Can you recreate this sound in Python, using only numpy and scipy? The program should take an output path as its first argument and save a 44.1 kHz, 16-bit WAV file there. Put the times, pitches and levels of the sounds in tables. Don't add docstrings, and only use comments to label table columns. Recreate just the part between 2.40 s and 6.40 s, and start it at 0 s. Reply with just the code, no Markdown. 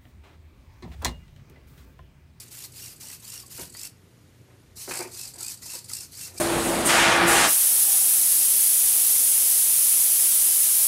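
import sys
import numpy as np
from scipy import signal
from scipy.fft import rfft, irfft, next_fast_len
from scipy.io import wavfile
from scipy.ndimage import uniform_filter1d, map_coordinates

SR = 44100
rng = np.random.default_rng(int(sys.argv[2]) if len(sys.argv) > 2 else 0)


def wrap_up_sound(samples):
    columns = np.atleast_2d(samples).T
    tamed = np.clip(columns, -1, 1)
    steps = np.round(tamed * 32767).astype(np.int16)
    wavfile.write(sys.argv[1], SR, steps)


def nominal_scale(level):
    x = np.asarray(level, float) / 20
    return 10 ** x


N = 176400
T = np.arange(N) / SR
ATTACK_S, RELEASE_S = 0.011, 0.011


def unit(x):
    return x / np.sqrt(np.mean(np.abs(x) ** 2) + 1e-20)


def along(points, hz):
    f, v = np.transpose(points)
    return np.interp(np.log(hz + 1), np.log(f + 1), v)


def wobble(rate):
    knots = rng.standard_normal(4 * 400 + 9)
    return map_coordinates(knots, [T * np.clip(rate, 0, 399)])


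def filtered(x, response):
    m = next_fast_len(N + SR // 2)
    return irfft(rfft(x, m) * response(np.fft.rfftfreq(m, 1 / SR)), m)[..., :N]


def body(peaks):
    def response(f):
        total = 0
        for k, (hz, width, db) in enumerate(peaks):
            total = total + (-1) ** k * nominal_scale(db) * 1j * f * width / (hz * hz - f * f + 1j * f * width)
        return total
    return response


def grit(spiky_db, patchy_db):
    contacts = rng.standard_normal(N) * nominal_scale(spiky_db * rng.standard_normal(N))
    z = signal.stft(contacts, nperseg=256)[2]
    patches = uniform_filter1d(rng.standard_normal(z.shape), size=3, axis=0)
    patches = uniform_filter1d(patches, size=4, axis=1)
    return signal.istft(z * nominal_scale(patchy_db * unit(patches)), nperseg=256)[1][:N]


def gate(start, length, attack, release):
    return np.clip((T - start) / attack, 0, 1) * np.exp(-np.clip(T - start - length, 0, None) / release)


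def air():
    # pitch_hz, level_db
    colour = [(18, -49), (30, -16.5), (123, -4.5), (219, -11.5), (399, -15), (767, -27.5), (2130, -28),
              (3230, -31), (15500, -38)]
    # pitch_hz, level_db
    hum = [(60, -67.5), (91.5, -63), (119, -61)]
    out = nominal_scale(-56) * unit(filtered(grit(0, 0.79), lambda f: nominal_scale(along(colour, f))))
    for hz, db in hum:
        drift = 1.05 * wobble(8)
        out += nominal_scale(db + 4 + 3.9 * wobble(9.44)) * np.sin(2 * np.pi * hz * T + drift)
    return out


def holding():
    frame_s = .02
    # start_s, pitch_hz, level_db
    ticks = [(.0122, 6800, -62), (.0189, 6800, -65), (.0189, 9700, -62)]
    out = np.zeros(N)
    for s, hz, db in ticks:
        t = (T - s) % frame_s
        frame = ((T - s) // frame_s).astype(int) + 1
        size = rng.standard_normal(203)[frame]
        ring = np.sin(2 * np.pi * hz * t) * np.exp(-t / 0.0011) * (1 - np.exp(-t / 0.00063))
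        out += nominal_scale(db + 6.1 * size) * ring
    return out


def thuds():
    # start_s, level_db, pitch_hz
    drops = [
        (1.151, -38, 109.8),
        (1.194, -41, 70),
        (1.222, -32.5, 126),
        (2.517, -32.5, 139),
        (3.954, -44, 329),
    ]
    cycles = 0.63
    out = np.zeros(N)
    for s, db, hz in drops:
        fade = (T > s) * np.exp(-np.abs(T - s) * hz / cycles)
        out += nominal_scale(db) * np.sin(2 * np.pi * hz * (T - s)) * fade
    return out


def taps():
    # start_s, level_db, pitch_hz, time to fall 60 dB fade_s
    contacts = [(.64, -53.5, 850, .1), (.702, -43, 1970, 0.026), (1.034, -50.5, 1105, .06),
                (1.182, -42.5, 1370, 0.027), (1.349, -40, 1964, 0.028), (2.762, -53, 1388, .05),
                (2.861, -52, 800, .06), (3.01, -46, 1344, .08), (3.224, -48, 1970, .05),
                (3.258, -48, 943, 0.048), (3.34, -45.5, 958, 0.079), (3.352, -43, 513, 0.078),
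                (3.5, -41, 2030, 0.034), (3.513, -46, 1275, .06), (2.51, -33.5, 2453, 0.078)]
    out, t = np.zeros(N + SR), np.arange(SR // 4) / SR
    for s, db, hz, t60 in contacts:
        ring = np.sin(2 * np.pi * hz * t)
        ring += 0.51 * np.sin(2 * np.pi * .7 * hz * t)
        ring += 0.32 * np.sin(2 * np.pi * 1.6 * hz * t)
        click = 0.84 * uniform_filter1d(rng.standard_normal(len(t)), size=5)
        hit = ring * (1 - np.exp(-t / 0.00033)) + click
        out[round(s * SR):][:len(t)] += nominal_scale(db - 60 * t / t60) * hit
    return out[:N]


def scrapes():
    # start_s, length_s, level_db, brightness in dB per octave tilt_db
    drags = [
        (1.188, .012, -41.5, -2.5),
        (1.208, 0.029, -48, 0),
        (2.077, .08, -62, 0.5),
        (2.475, 0.022, -34.5, -5),
        (2.508, 0.016, -32, 3),
        (2.532, 0.043, -38, 3),
        (2.591, 0.037, -37, -1.5),
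        (2.628, 0.06, -47.5, 0.5),
        (2.937, 0.088, -57.5, -1.5),
        (3.866, 0.11, -53.5, 0),
    ]
    # pitch_hz, width_hz, level_db
    boards = [(247.7, 10, -3), (367, 25, 1.5), (516, 32, -2.5), (684, 120, -6.5), (966, 170, -8.5),
              (1430, 330, -13), (2390, 500, -13)]
    wood = filtered(grit(4, 2.1) * nominal_scale(3.5 * wobble(90)), body(boards))
    out = np.zeros(N)
    for s, length, db, tilt_db in drags:
        drag = unit(filtered(wood, lambda f: nominal_scale(tilt_db * np.log2((f + 50) / 500))))
        out += nominal_scale(db) * gate(s, length, 0.0025, 0.0058) * drag
    return out


def squeak():
    # start_s, length_s, top pitch_hz, level_db, share of pitch lost at the ends
    s, length, hz, db, sag = (2.606, .032, 2440, -41, .2)
    u = np.clip(2 * (T - s) / length - 1, -1, 1)
    turn = np.cumsum(hz * (1 - sag * u ** 2)) / SR
    return nominal_scale(db) * np.sqrt(1 - u ** 2) * np.sin(2 * np.pi * turn)


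def twitches():
    # peak_s, level_db
    jerks = [(.062, -62), (.084, -53), (0.324, -48.5), (.564, -50.5), (.581, -55), (.801, -48.5),
             (1.065, -48), (1.081, -51), (1.3, -46), (1.326, -46.5), (2.676, -47.5), (2.941, -43.5),
             (2.961, -44), (3.176, -50), (3.446, -43), (3.46, -50), (3.945, -50.5)]
    width_s = 0.0051
    return sum(nominal_scale(db) * np.exp(-.5 * ((T - s) / width_s) ** 2 * np.where(T < s, 3, 1)) for s, db in jerks)


def nudges():
    # start_s, length_s, level_db
    walks = [
        (-.1, 1.55, -56),
        (2.36, 1.7, -54),
    ]
    return sum(nominal_scale(db + 1.1 * wobble(40)) * gate(s, length, ATTACK_S, RELEASE_S) for s, length, db in walks)


def strokes():
    # start_s, length_s, gear hiss level_db, drop at start_db, drop at end_db
    moves = [(-.1, 0.21, -42, 3, 30), (0.104, 0.15, -42.5, -0.5, -2.5), (.33, .2, -41.5, 5.5, 5),
             (0.597, 0.16, -41, 3.5, 2), (0.818, 0.21, -41, 5.5, 6), (1.094, 0.18, -39.5, 6, 8.5),
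             (1.334, 0.14, -41, 5, 1), (2.354, 0.14, -40.5, 5, 7.5), (2.479, 0.16, -37.5, 4, 4),
             (2.709, .19, -39.5, 7, 5.5), (2.979, 0.16, -40.5, 1, 3), (3.212, 0.18, -38, 8.5, 4.5),
             (3.477, 0.17, -41.5, 2, 6.5), (3.711, 0.17, -37.5, 14.5, 3), (3.955, .15, -49, 4, 5)]
    # time of a pass at full speed_s, turns per s, rasp level_db
    tight_spots = [(.004, 30, -39), (.207, 60, -42), (.444, 55, -42), (0.702, 68, -39.5), (.941, 55, -39),
                   (1.216, 54, -38.5), (1.434, 54, -35), (2.435, 70, -62), (2.574, 60, -30),
                   (2.815, 52, -35.5), (3.066, 59.3, -32), (3.337, 61, -35.5), (3.553, 59, -32.5),
                   (3.814, 54, -38), (3.983, 34, -33.5)]
    # peak_s, pitch_hz, level_db
    whines = [(.0, 2550, -57), (.22, 2800, -54), (.46, 2830, -45), (.705, 2900, -49), (.962, 2840, -45),
              (1.205, 2850, -50), (1.452, 2700, -42), (2.43, 3050, -50), (2.615, 2650, -48),
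              (2.82, 2640, -43), (3.075, 2520, -45), (3.325, 2720, -44), (3.587, 2790, -44),
              (3.84, 2720, -45), (3.985, 2350, -46)]
    narrow, scatter_db = 1.6, 1.2
    pulsing = .6
    arch_s, brake = .1, 1.6
    pitch_sag, rasp_fall_db, whine_fall_db = .17, 6, 4
    hiss, rasp, whine, hz, off_top = np.zeros((5, N))
    for (s, length, db, first_db, last_db), (top, rate, rasp_db), (peak, top_hz, whine_db) in zip(
            moves, tight_spots, whines):
        on = gate(s, length, ATTACK_S, RELEASE_S)
        drop_db = np.interp(T, [s, top, s + length], [first_db, 0, last_db])
        hiss += on * nominal_scale(db - drop_db)

        u = np.clip((T - top) / arch_s, -1.5, 1.5)
        turns = rate * arch_s * np.arctan(u)
        size = rng.standard_normal(41)
        pass_size = size[np.round(turns).astype(int) + 20] - size[20] / 2
        spot = np.exp(narrow * (np.cos(2 * np.pi * turns) - 1)) * nominal_scale(scatter_db * pass_size)
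        rasp += on * spot * nominal_scale(rasp_db - drop_db - rasp_fall_db * u ** 2)

        v = np.clip((T - peak) / arch_s * np.where(T > peak, brake, 1), -1.5, 1.5) ** 2
        whine += on ** 3 * (1 - pulsing + pulsing * spot) * nominal_scale(whine_db - whine_fall_db * v)
        begun = T >= s
        hz[begun] = (top_hz * (1 - pitch_sag * v))[begun]
        off_top[begun] = v[begun]
    return hiss, rasp, whine, hz, off_top


def pinion_tone(hz, off_top):
    # multiple, level_db, blur_hz, extra fall off the top_db
    harmonics = [(1, -4, 80, 30), (2, 0, 330, 0), (3, -7, 390, 3)]
    turn = np.cumsum(hz + 45 * wobble(100)) / SR
    out = np.zeros(N)
    for k, db, blur, fall_db in harmonics:
        blurred = unit(2 / k ** 2 + wobble(blur) + 1j * wobble(blur))
        out += nominal_scale(db - fall_db * off_top) * (blurred * np.exp(2j * np.pi * k * turn)).real
    return out


def gear_colour(x):
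    # pitch_hz, level_db per Hz
    sideways = [(300, -56), (700, -10), (1500, -8.5), (2700, -2.5), (3400, -5.5), (4300, -1.5), (8500, 0.5),
                (12800, -1), (15500, 4.5)]
    # pitch_hz, level_db per Hz
    facing = [(300, -69), (700, -14), (1500, -14), (2600, -10), (3300, -13.5), (4300, -2), (8800, -1),
              (12500, -5.5), (15500, -3.5)]
    before = unit(filtered(x, lambda f: nominal_scale(along(sideways, f))))
    after = unit(filtered(x, lambda f: nominal_scale(along(facing, f))))
    return np.where(T < 1.9, before, after)


def servos():
    # pitch_hz, width_hz, level_db
    case = [(4670, 490, -1.5), (7160, 410, 0), (7790, 270, 3), (8380, 400, 2), (9200, 250, 2),
            (10650, 950, -5), (12600, 530, -7)]
    hiss, rasp, whine, hz, off_top = strokes()
    rasp += twitches()
    hiss += nudges()
    knock = unit(filtered(grit(1.5, 2.2), body(case)))
    knock += .42 * gear_colour(grit(2.2, 2))
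    mesh = gear_colour(grit(2.2, 2.2))
    out = hiss * nominal_scale(1.6 * wobble(60)) * mesh
    out += rasp * knock
    return out + whine * nominal_scale(1.3 * wobble(45.1)) * pinion_tone(hz, off_top)


def room(x):
    # pitch_hz, time to fall 60 dB fade_s
    decay = [(200, .4), (2000, .24), (12000, .15)]
    hz, t, z = signal.stft(rng.standard_normal(SR // 2), SR, nperseg=256)
    tail = signal.istft(z * nominal_scale(-60 * t / along(decay, hz)[:, None]), SR, nperseg=256)[1]
    late = np.pad(x, (200, 0))
    return signal.fftconvolve(late, tail / np.linalg.norm(tail))[:N]


def scene():
    robot = holding() + thuds() + taps() + scrapes() + squeak() + servos()
    return (robot + nominal_scale(-9.5) * room(robot) + air())[None]


def band_limit(x):
    return signal.sosfilt(signal.butter(12, 16350, fs=SR, output="sos"), x)


def record(dry):
    # pitch_hz, level_db
    dull = [(13300, 0.5), (13900, -3.5), (15500, -10)]
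    low_hz, top_hz = 43.8, 15480

    def mic(f):
        return (f < top_hz) * nominal_scale(along(dull, f)) * (1j * f / (low_hz + 1j * f)) ** 2
    return band_limit(filtered(dry, mic))


dry = scene()
out = record(dry)
wrap_up_sound(out)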